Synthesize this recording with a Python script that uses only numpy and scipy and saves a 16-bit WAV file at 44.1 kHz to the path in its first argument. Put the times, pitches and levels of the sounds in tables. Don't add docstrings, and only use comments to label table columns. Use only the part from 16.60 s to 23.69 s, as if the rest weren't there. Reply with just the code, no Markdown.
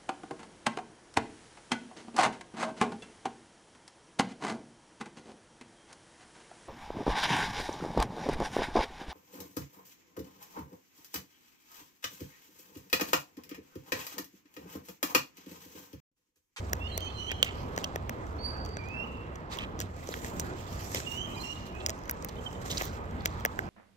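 import sys
import numpy as np
from scipy import signal
from scipy.io import wavfile

SR = 44100
rng = np.random.default_rng(int(sys.argv[2]) if len(sys.argv) > 2 else 0)


def materialize(psi):
    bounded = np.clip(np.atleast_2d(psi).T, -1, 1)
    quanta = np.round(bounded * 32767).astype(np.int16)
    wavfile.write(sys.argv[1], SR, quanta)


def volts_from_decibels(level):
    exponent = np.asarray(level, float) / 20
    return 10 ** exponent


N = 312669
LEFT_LEAD, RIGHT_LEAD = 15, 9


def rms_one(x):
    return x / np.sqrt(np.mean(x ** 2) + 1e-20)


def in_time(rows):
    s, *columns = np.transpose(rows)
    return [np.interp(np.arange(N) / SR, s, column) for column in columns]


def at_hz(points, hz):
    table = np.array(points)
    return np.interp(np.log(hz), np.log(table[:, 0]), table[:, 1])


def drift(rate_hz):
    r = np.exp(-80 * np.pi * rate_hz / SR)
    white = rng.standard_normal(N // 40 + 2002)
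    slow = signal.lfilter([1], [1, -2 * r, r * r], white)[2000:]
    return np.interp(np.arange(N) / 40, np.arange(len(slow)), rms_one(slow))


def late(x, count):
    return np.concatenate([np.zeros(count), x[:len(x) - count]])


def band(x, low_hz, high_hz):
    return signal.sosfilt(signal.butter(2, [low_hz, high_hz], "band", fs=SR, output="sos"), x)


def swells(rows, rise_db_per_s, fall_db_per_s):
    t = np.arange(N) / SR
    bursts = []
    for s, hold, db in rows:
        rise = rise_db_per_s * np.maximum(s - t, 0)
        fall = fall_db_per_s * np.maximum(t - s - hold, 0)
        bursts.append(db - rise - fall)
    return np.max(bursts, axis=0)


# pitch_hz, likeness (0 to 1)
LIKENESS = [(60, 0.92), (200, 1), (400, 0.5), (800, 0.39), (1500, 0.79), (4000, 0.023), (15000, 0.023)]
# pitch_hz, left_minus_right_db
LEAN = [(60, -2), (240, -1), (950, -3), (3770, -7.5), (15000, 0)]


def banded(white, spectrum, patchy_db, tilt_db=0):
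    out, power, together = 0, 0, drift(2.5)
    edges = 21000 / 2 ** np.arange(10, -.1, -1 / 3)
    for k, (low, high) in enumerate(zip(edges, edges[1:])):
        hz = np.sqrt(low * high)
        if hz < spectrum[0][0]:
            continue
        both, left, right = band(white[k % 2], low, high)
        alike = np.clip(at_hz(LIKENESS, hz), 0, 1)
        shared = np.array([both, late(both, LEFT_LEAD)])
        pair = np.sqrt(alike) * shared + np.sqrt(1 - alike) * np.array([left, right])
        patches_db = patchy_db * (0.63 * together + drift(5.44))
        level_db = at_hz(spectrum, hz) + tilt_db * np.log2(hz / 7500) + patches_db
        out = out + volts_from_decibels(level_db) * pair * volts_from_decibels(at_hz(LEAN, hz) / 2 * np.array([[1], [-1]]))
        power += volts_from_decibels(2 * at_hz(spectrum, hz)) * 2 * (high - low) / SR
    top = signal.cheby2(10, 40, 15900 * 1.02, fs=SR, output="sos")
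    return signal.sosfilt(top, out) / np.sqrt(power)


# pitch_hz, level_db (per Hz)
TRAFFIC = [(13, -38), (22, -9.5), (77, 2), (158, -5.5), (553, -9.5), (635, -13.5), (1020, -11),
           (1550, -19.5), (2690, -32.5), (3870, -42), (6560, -63), (9680, -113), (14300, -59), (15500, -53),
           (16900, -83)]


def traffic():
    return volts_from_decibels(-42 + 1.5) * banded(rng.standard_normal((2, 3, N)), TRAFFIC, patchy_db=2.0)


# time_s, level_db
DRONE = [(0, -31.5), (.4, -36), (.9, -38), (1.3, -39), (1.75, -40.5), (2.03, -36.5), (2.4, -49),
         (3.1, -45.5), (4.2, -43), (4.9, -52), (6.3, -45.5), (7.09, -40)]


def engine():
    t, (level_db,) = np.arange(N) / SR, in_time(DRONE)
    low = 0
    for hz, db in [(65, -6.5), (90, -7)]:
        turning = 2 * np.pi * np.cumsum(hz * (1 + 0.0534 * drift(3.39))) / SR
        low = low + volts_from_decibels(db + 4.05 * drift(3.3)) * np.sin(turning)
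    whine = volts_from_decibels(-66.0 + 0.92 * drift(0.69)) * np.sin(2 * np.pi * 1246 * t + 0.61 * drift(5.0))
    return volts_from_decibels(level_db) * low * volts_from_decibels([[-.8], [.8]]) + whine * volts_from_decibels([[-3], [3]])


# start_s, hold_s, level_db
PUSHES = [
    (0, 0.026, -30),
    (1.2, 0.025, -48),
    (1.95, 0.12, -47),
    (3.55, 0.024, -35),
    (3.65, 0.0082, -30.5),
    (4.36, 0.0044, -28),
    (6.08, 0.34, -37.5),
]


def thumps():
    rest_db, rise_db_per_s, fall_db_per_s = -46, 115, 102
    level_db = np.maximum(rest_db, swells(PUSHES, rise_db_per_s, fall_db_per_s))
    air = band(rng.standard_normal((3, N)), 130, 520)
    pair = rms_one([air[0], late(air[0], LEFT_LEAD)] + .5 * air[1:])
    return volts_from_decibels(level_db - 13 + 4.3 * drift(32)) * pair


# start_s, hold_s, level_db
FLAPS = [(3.488, 0.067, -59), (3.572, .005, -50.5), (3.66, .005, -48), (3.767, 0.047, -52.5),
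         (3.82, 0.05, -56.5), (4.0, .005, -56.5), (4.117, 0.026, -54.5), (4.2, 0.077, -54.5),
         (4.3, .01, -58), (4.358, .005, -45.5), (4.52, 0.043, -52), (4.823, 0.029, -54), (4.92, .02, -57.5)]


def wing_beats_db(steepness=1):
    rise_db_per_s, fall_db_per_s = 151, 165
    return swells(FLAPS, rise_db_per_s * steepness, fall_db_per_s * steepness)


# time_s, level_db
RESTLESS = [(0, -66), (.6, -67.5), (.92, -66), (1.5, -72.5), (2.2, -73), (2.6, -72), (3.3, -72.5),
            (3.5, -53), (3.95, -65), (4.4, -56), (4.65, -59), (4.95, -61.5), (5.1, -67), (5.36, -70),
            (5.6, -69.5), (6.0, -63.5), (6.4, -70.5), (6.75, -65), (7.09, -70)]
# start_s, hold_s, level_db
DIGS = [(.389, .005, -69), (.844, 0.0047, -48), (1.197, .002, -60), (3.205, 0.0045, -51),
        (5.066, 0.0034, -54.5), (6.018, .005, -56.5), (6.055, 0.046, -50), (6.27, 0.099, -61.5),
        (6.11, 0.0061, -39), (6.15, 0.091, -43.5), (6.655, 0.0091, -58)]
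# start_s, hold_s, level_db
BURIED = [
    (2.915, 0.03, -51),
    (2.99, 0.037, -63),
]


def stirring():
    rise_db_per_s, fall_db_per_s = 897, 320
    wings_db = wing_beats_db()
    seed_db = np.maximum(in_time(RESTLESS)[0], swells(DIGS, rise_db_per_s, fall_db_per_s))
    deep_db = swells(BURIED, rise_db_per_s, fall_db_per_s)
    level_db = np.max([wings_db, seed_db, deep_db], axis=0)
    shift_db = 1.5 * np.clip((wings_db - seed_db) / 4, 0, 1)
    shift_db = shift_db - 3 * np.clip((deep_db - seed_db) / 12, 0, 1)
    louder_is_brighter_db = 0.2021 * (level_db + 63.5)
    return level_db, np.minimum(louder_is_brighter_db + shift_db, 2.5)


# pitch_hz, level_db (per Hz)
RUSTLE = [(760, -23.5), (1300, 20.5), (1720, -22), (1890, 15), (2200, 5.5), (2640, 3), (5770, 0.5),
          (7230, 4.5), (9870, -26), (11600, -6), (14200, -11), (16200, -7), (16900, -76)]


def rustle():
    level_db, tilt_db = stirring()
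    sizes = volts_from_decibels(2.0 * np.minimum(rng.exponential(1, (2, 3, N)), 5))
    grains_per_s = 900 * volts_from_decibels(7.0 * np.minimum(drift(45), 1.2))
    born = rng.random((2, 3, N)) < grains_per_s / SR
    grains = rng.standard_normal((2, 3, N)) * (1 + 5.0 * sizes * born)
    return volts_from_decibels(level_db + 7.5) * banded(rms_one(grains), RUSTLE, patchy_db=2.4, tilt_db=tilt_db)


def feathers():
    pitch_hz, width_hz = 7080, 900
    air = band(rng.standard_normal((2, N)), pitch_hz - width_hz / 2, pitch_hz + width_hz / 2)
    return volts_from_decibels(wing_beats_db(1 / 2) - 7 + 3.9 * drift(33)) * rms_one(air)


# time_s, husk_db
CRUMBS = [(1.162, -36), (1.423, -58), (1.667, -49), (1.708, -59), (1.971, -52), (2.05, -40), (2.06, -41),
          (2.0893, -48), (2.2856, -45), (2.7559, -41), (4.672, -50), (5.15, -47), (5.377, -54),
          (5.389, -48), (5.435, -47), (5.455, -44), (5.503, -44), (5.6922, -37.5), (5.929, -43),
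          (6.5094, -50.5), (6.799, -43), (7.065, -56), (.096, -44), (.152, -47), (0.167, -49), (0.446, -46),
          (1.273, -50), (6.62, -55), (6.807, -44), (5.478, -45), (6.077, -43), (6.268, -43), (6.279, -46),
          (6.329, -47), (6.341, -48), (2.207, -56), (6.44, -57), (6.782, -52), (7.008, -54)]
# boom_db, wall_db, kernel_db, snap_db in that order
CRUMB_DB = [-1, -10, -8, -6.5]
# time_s, husk_db, tub_boom_db, tub_wall_db, snap_db
HUSKS = [(0.1311, -19, 3.5, 1, -2), (0.7155, -27, 4.5, 2, -7), (1.4936, -28.5, 9, 2, -0.5),
         (3.472, -36, -16, -20, -17), (3.4886, -31, 14, -15, -16), (3.796, -22, 0.5, -11, -3.5),
         (5.2618, -15, -25, -11.5, -9), (5.268, -32, -13, -13, -6), (5.286, -33.5, 6, -3, -9),
         (5.302, -27.5, -8, -8, -8), (5.4945, -27.5, -21, 3.5, 1), (5.51, -34.5, -15, -6, 13.5),
         (5.6233, -37.5, -24, -15, -8), (6.652, -31, -24, -14.5, -16)]
# time_s, husk_db, tub_boom_db, tub_wall_db, snap_db
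SEEDS = [(0.3765, -24, 7, -7, 2.5), (1.1767, -24, 8, 2.5, -11), (1.1864, -33, 4, -1, -11),
         (1.358, -31, 15.5, 6, -2), (2.1685, -34.5, 12, 4, -19), (3.1904, -33, -7, -8, -11),
         (3.2015, -23.5, -2.5, -9, -1.5), (3.2117, -28.5, -5, -2, -13), (3.218, -33, -14, -6, -10),
         (3.645, -34.5, -7, 5.5, -12), (4.3459, -22, 2.5, -4, -4), (4.357, -30, 1, 0, -9),
         (4.4008, -31, -6, -0.5, -18), (5.294, -22, -2, -7, -9), (5.646, -32, 5, -1.5, 10),
         (5.686, -36, -3, -8, -4), (6.18, -25, -20, -30, -22), (6.2197, -29, 12, -6, -1),
         (6.253, -33, 5, -16, -2), (6.6568, -15.5, -4.5, 1, -3), (6.85, -25, 11, 13.5, 7.5),
         (6.858, -26.5, 8.5, 0, -3), (6.9891, -34, 16, 17.5, 0)]
# time_s, husk_db, tub_boom_db, tub_wall_db, kernel_db
KERNELS = [(0.405, -42, -5, -10, 3), (0.8274, -17, -1.5, -7, 8), (0.8458, -34, -13, -13, 1),
           (1.235, -54, -10, -7, 15), (1.2411, -31, -22, -4, 5), (1.2496, -54, -7, -4, 17),
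           (2.9703, -42.5, 9, -18, 0), (2.9863, -38.5, -15, -12, 12), (3.539, -42.5, -6, 16, 6.5),
           (5.911, -50, -2, 0, 3), (6.014, -50, 15, -3, 0), (6.059, -46, 19.5, 10, 1),
           (6.102, -34.5, 11.5, -17, -5), (6.21, -39.5, 23, 14, 6)]


def bites():
    husk_kernel_db, seed_kernel_db, kernel_snap_db = -17.5, -12.5, -1.5
    rows = [(s, db, boom, wall, husk_kernel_db, snap) for s, db, boom, wall, snap in HUSKS]
    rows += [(s, db, boom, wall, seed_kernel_db, snap) for s, db, boom, wall, snap in SEEDS]
    rows += [(*row, kernel_snap_db) for row in KERNELS]
    rows += [(*row, *CRUMB_DB) for row in CRUMBS]
    return np.array(rows)


# pitch_hz, width_hz, splinter_t60_s, level_db, lean_to_left_db
BODIES = [
    (6350, 2200, 0.008, 3, -1.3),
    (557, 380, 0.0075, -7, .5),
    (1760, 560, 0.0065, .5, -1.8),
    (3080, 480, 0.009, 1.5, -2.2),
    (13400, 5000, 0.008, 4, .3),
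]
FROM_RIGHT_S = [
    .828,
    1.241,
    1.249,
    2.987,
]


def cracks():
    rows, t, lead = bites(), np.arange(768) / SR, .002
    luck = rng.standard_normal((len(rows), 2, len(t)))
    luck[:, :, 88] = 1.8
    luck[:, 1] = .9 * luck[:, 0] + .4 * luck[:, 1]
    levels = rows[:, 1:] + rows[:, 1:2] * [0, 1, 1, 1, 1]
    shape = 0
    for b, (hz, width_hz, t60, level_db, lean_db) in enumerate(BODIES):
        creak_db = -109.0 * np.maximum(1 - t / lead, 0)
        decay_db = -60 * np.maximum(t - lead, 0) / t60
        ring = band(luck * volts_from_decibels(decay_db + creak_db), hz - width_hz / 2, hz + width_hz / 2)
        ring /= np.abs(ring).max(axis=2, keepdims=True)
        loudness = volts_from_decibels(levels[:, b] + level_db)[:, None, None]
        shape = shape + ring * loudness * volts_from_decibels([[lean_db], [-lean_db]])
    out = np.zeros((2, N + 2048))
    for s, (left, right) in zip(rows[:, 0], shape):
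        at = round((s - lead) * SR) + 30
        on_right = np.min(np.abs(s - np.array(FROM_RIGHT_S))) < .004
        lean_db = -1.5 * on_right
        out[0, at + RIGHT_LEAD * on_right:][:len(t)] += left * volts_from_decibels(lean_db)
        out[1, at + LEFT_LEAD * (not on_right):][:len(t)] += right * volts_from_decibels(-lean_db)
    return out[:, :N]


def chirps(rows, second_db, waver, walls_db=0):
    out = np.zeros((2, N))
    for s, length, from_hz, to_hz, level_db in rows:
        at, u = round(s * SR), np.linspace(0, 1, round(length * SR))
        hz = from_hz + (to_hz - from_hz) * (1 - (1 - u) ** 1.25)
        phase = 2 * np.pi * np.cumsum(hz * waver[at:at + len(u)]) / SR
        swell = np.minimum(u / 0.29, 1) ** 0.7 * np.minimum((1 - u) * length / 0.009, 1)
        tone = np.sin(phase) + volts_from_decibels(second_db) * np.sin(2 * phase)
        tone = tone + volts_from_decibels(2.2 * second_db + 2) * np.sin(3 * phase)
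        out[:, at:at + len(u)] += volts_from_decibels([[level_db], [level_db + walls_db]]) * swell * tone
    return out


def glide(rows, second_db, waver):
    t, (hz, level_db) = np.arange(N) / SR, in_time(rows)
    phase = 2 * np.pi * np.cumsum(hz * waver) / SR
    ends = np.minimum(t - rows[0][0], rows[-1][0] - t) / 0.0056
    opening = np.clip((t - rows[0][0]) / .03, 0, 1) ** 2
    overtones = volts_from_decibels(second_db) * np.sin(2 * phase) + volts_from_decibels(second_db - 16) * np.sin(3 * phase)
    return volts_from_decibels(level_db + 1) * np.clip(ends, 0, 1) * (np.sin(phase) + opening * overtones)


# start_s, length_s, from_hz, to_hz, level_db
PURE_BIRD = [(.2, .08, 2620, 2880, -47), (.45, .065, 2480, 2620, -59), (.19, .098, 3380, 3600, -66),
             (.476, .042, 3250, 3470, -61), (.67, .048, 3120, 3310, -47), (5.125, .105, 2440, 2640, -58),
             (5.22, .05, 2620, 2800, -58), (.27, .08, 3000, 3200, -55), (4.67, .07, 2420, 2600, -61),
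             (1.93, .27, 4680, 4650, -63), (.225, .05, 4850, 4950, -68), (4.42, .04, 2660, 2560, -60),
             (4.752, .06, 4950, 4780, -65)]
# time_s, pitch_hz, level_db
PURE_RISE = [
    (2.185, 2396, -59),
    (2.245, 2345, -53.5),
    (2.255, 2413, -56),
    (2.385, 2710, -46),
    (2.429, 2755, -46),
    (2.455, 2980, -58),
]


def pure_bird(waver):
    second_db = -28
    return chirps(PURE_BIRD, second_db, waver) + glide(PURE_RISE, second_db, waver)


# start_s, length_s, from_hz, to_hz, level_db
THIN_BIRD = [
    (.315, .055, 4110, 4050, -52),
    (.345, .08, 4360, 4420, -58),
    (.54, .07, 4060, 4170, -55),
    (4.445, .035, 3500, 3480, -64),
    (4.742, .024, 3990, 3980, -57),
    (4.797, .038, 4000, 4250, -53),
    (4.84, .09, 4220, 4100, -66),
    (.27, .09, 4380, 4200, -62),
    (.42, .14, 4380, 4330, -64),
    (.61, .09, 4170, 4150, -63),
]
# time_s, pitch_hz, level_db
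THIN_ARC = [
    (1.785, 4360, -60),
    (1.855, 4620, -47),
    (1.89, 4680, -45),
    (1.925, 4620, -54),
    (1.96, 4400, -62),
]


def thin_bird(waver):
    second_db = -22
    return chirps(THIN_BIRD, second_db, waver) + glide(THIN_ARC, second_db + 3.5, waver)


# start_s, length_s, from_hz, to_hz, level_db
REEDY_BIRD = [
    (.395, 0.092, 3130, 3100, -45.5),
    (.572, 0.13, 2926, 3057, -46),
    (4.757, .043, 2450, 2420, -51),
    (4.83, 0.047, 2775, 2810, -46.5),
    (4.858, 0.079, 2780, 2875, -43.5),
]
# time_s, pitch_hz, level_db
REEDY_CLIMB = [
    (4.462, 2804, -39.5),
    (4.486, 2820, -46.5),
    (4.528, 2810, -48),
    (4.652, 3196, -46),
    (4.665, 3131, -59),
]


def reedy_bird(waver):
    second_db = -13
    return chirps(REEDY_BIRD, second_db, waver) + glide(REEDY_CLIMB, second_db, waver)


# start_s, length_s, from_hz, to_hz, level_db
NEAR_BIRD = [
    (5.763, 0.012, 2980, 3020, -58),
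    (5.78, 0.026, 3150, 3120, -63),
    (5.858, 0.027, 3170, 3020, -47),
    (5.887, .02, 3200, 3050, -61),
    (5.923, .012, 3080, 3100, -62),
    (5.947, .018, 3000, 3060, -56),
    (5.765, .012, 3580, 3600, -65),
    (5.95, .012, 3600, 3600, -61),
]


def near_bird(waver):
    return chirps(NEAR_BIRD, -32, waver, walls_db=-14)


def whistles():
    flutter, waver = volts_from_decibels(3.14 * drift(47)), 1 + 0.0065 * drift(78)
    voices = pure_bird(waver) + thin_bird(waver) + reedy_bird(waver) + near_bird(waver)
    return voices * flutter * (1 + 0.13 * drift(170))


def yard(x):
    t, t60_s = np.arange(SR) / SR, .74
    hits = (rng.random((2, SR)) < .02 + .5 * t) * (t > .018)
    echoes = rng.standard_normal((2, SR)) * hits
    dull = signal.sosfilt(signal.butter(1, 5800, fs=SR, output="sos"), echoes)
    tail = dull * volts_from_decibels(-60 * t / t60_s) + (echoes - dull) * volts_from_decibels(-60 * t / (0.1 * t60_s))
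    return signal.fftconvolve(x[None], tail / np.sqrt(np.sum(tail ** 2) / 2), axes=1)[:, :N]


# start_s, length_s, centre_hz, level_db
CRUNCHES = [(0.694, 0.036, 2600, -33), (0.828, 0.085, 2700, -36.5), (1.241, 0.0062, 5200, -26.5),
            (2.913, 0.0292, 4100, -41), (2.989, 0.064, 2800, -37.5), (4.344, 0.039, 3200, -35.5),
            (6.7, 0.022, 5800, -55), (6.098, 0.039, 4000, -33), (6.171, 0.012, 4800, -25.5),
            (6.196, 0.016, 2400, -35), (6.25, 0.067, 5000, -49), (6.321, 0.039, 6000, -53),
            (3.52, .014, 4200, -41), (3.797, 0.0093, 7100, -29.5), (5.2, .018, 3200, -42),
            (6.66, 0.02, 6700, -42), (6.112, .014, 6500, -31), (6.6, .012, 4200, -47),
            (5.35, .035, 8100, -58), (2.235, .03, 6600, -59), (6.245, .008, 14000, -38),
            (4.1, .06, 7600, -53), (6.657, 0.0053, 1600, -35), (.828, .006, 840, -32),
            (4.5, .08, 13500, -51), (.372, .008, 8600, -36), (5.685, .014, 5000, -44),
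            (3.2, .03, 7500, -59)]


def crunches():
    out = np.zeros(N)
    grit = rng.standard_normal(N) * volts_from_decibels(6.0 * np.minimum(drift(270), 1.3))
    for s, length, hz, level_db in CRUNCHES:
        at, u = round(s * SR), np.linspace(0, 1, round(length * SR))
        hollow = band(grit[at:at + len(u)], hz / 1.32, hz * 1.15)
        out[at:at + len(u)] += volts_from_decibels(level_db) * rms_one(hollow) * np.sin(np.pi * u) ** 0.2
    return np.array([late(out, RIGHT_LEAD) * volts_from_decibels(-7.5), out * volts_from_decibels(-3.0)])


def scene():
    near, (far, walls) = cracks() + crunches(), whistles()
    dull = signal.sosfilt(signal.butter(4, 7500, fs=SR, output="sos"), near[1])
    birds = np.array([late(far, count=22) * volts_from_decibels(-1.0), far * volts_from_decibels(11.0)])
    air_db = [[-2.5], [2.5]] + 0.77 * np.array([drift(40), drift(37)])
    echo = yard(volts_from_decibels(-32.0) * dull + volts_from_decibels(-4.5) * walls) * volts_from_decibels(air_db)
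    return near + birds + echo + traffic() + rustle() + thumps() + engine() + feathers()


def low_pass(x):
    return signal.sosfilt(signal.butter(12, 17020, fs=SR, output="sos"), x)


def record(dry):
    dip = signal.sosfilt(signal.butter(1, [7800, 11500], "bandstop", fs=SR, output="sos"), dry)
    top = signal.cheby2(12, 60, 17300, fs=SR, output="sos")
    return low_pass(signal.sosfilt(top, 0.55 * dip + 0.43 * dry))


dry = scene()
out = record(dry)
materialize(out)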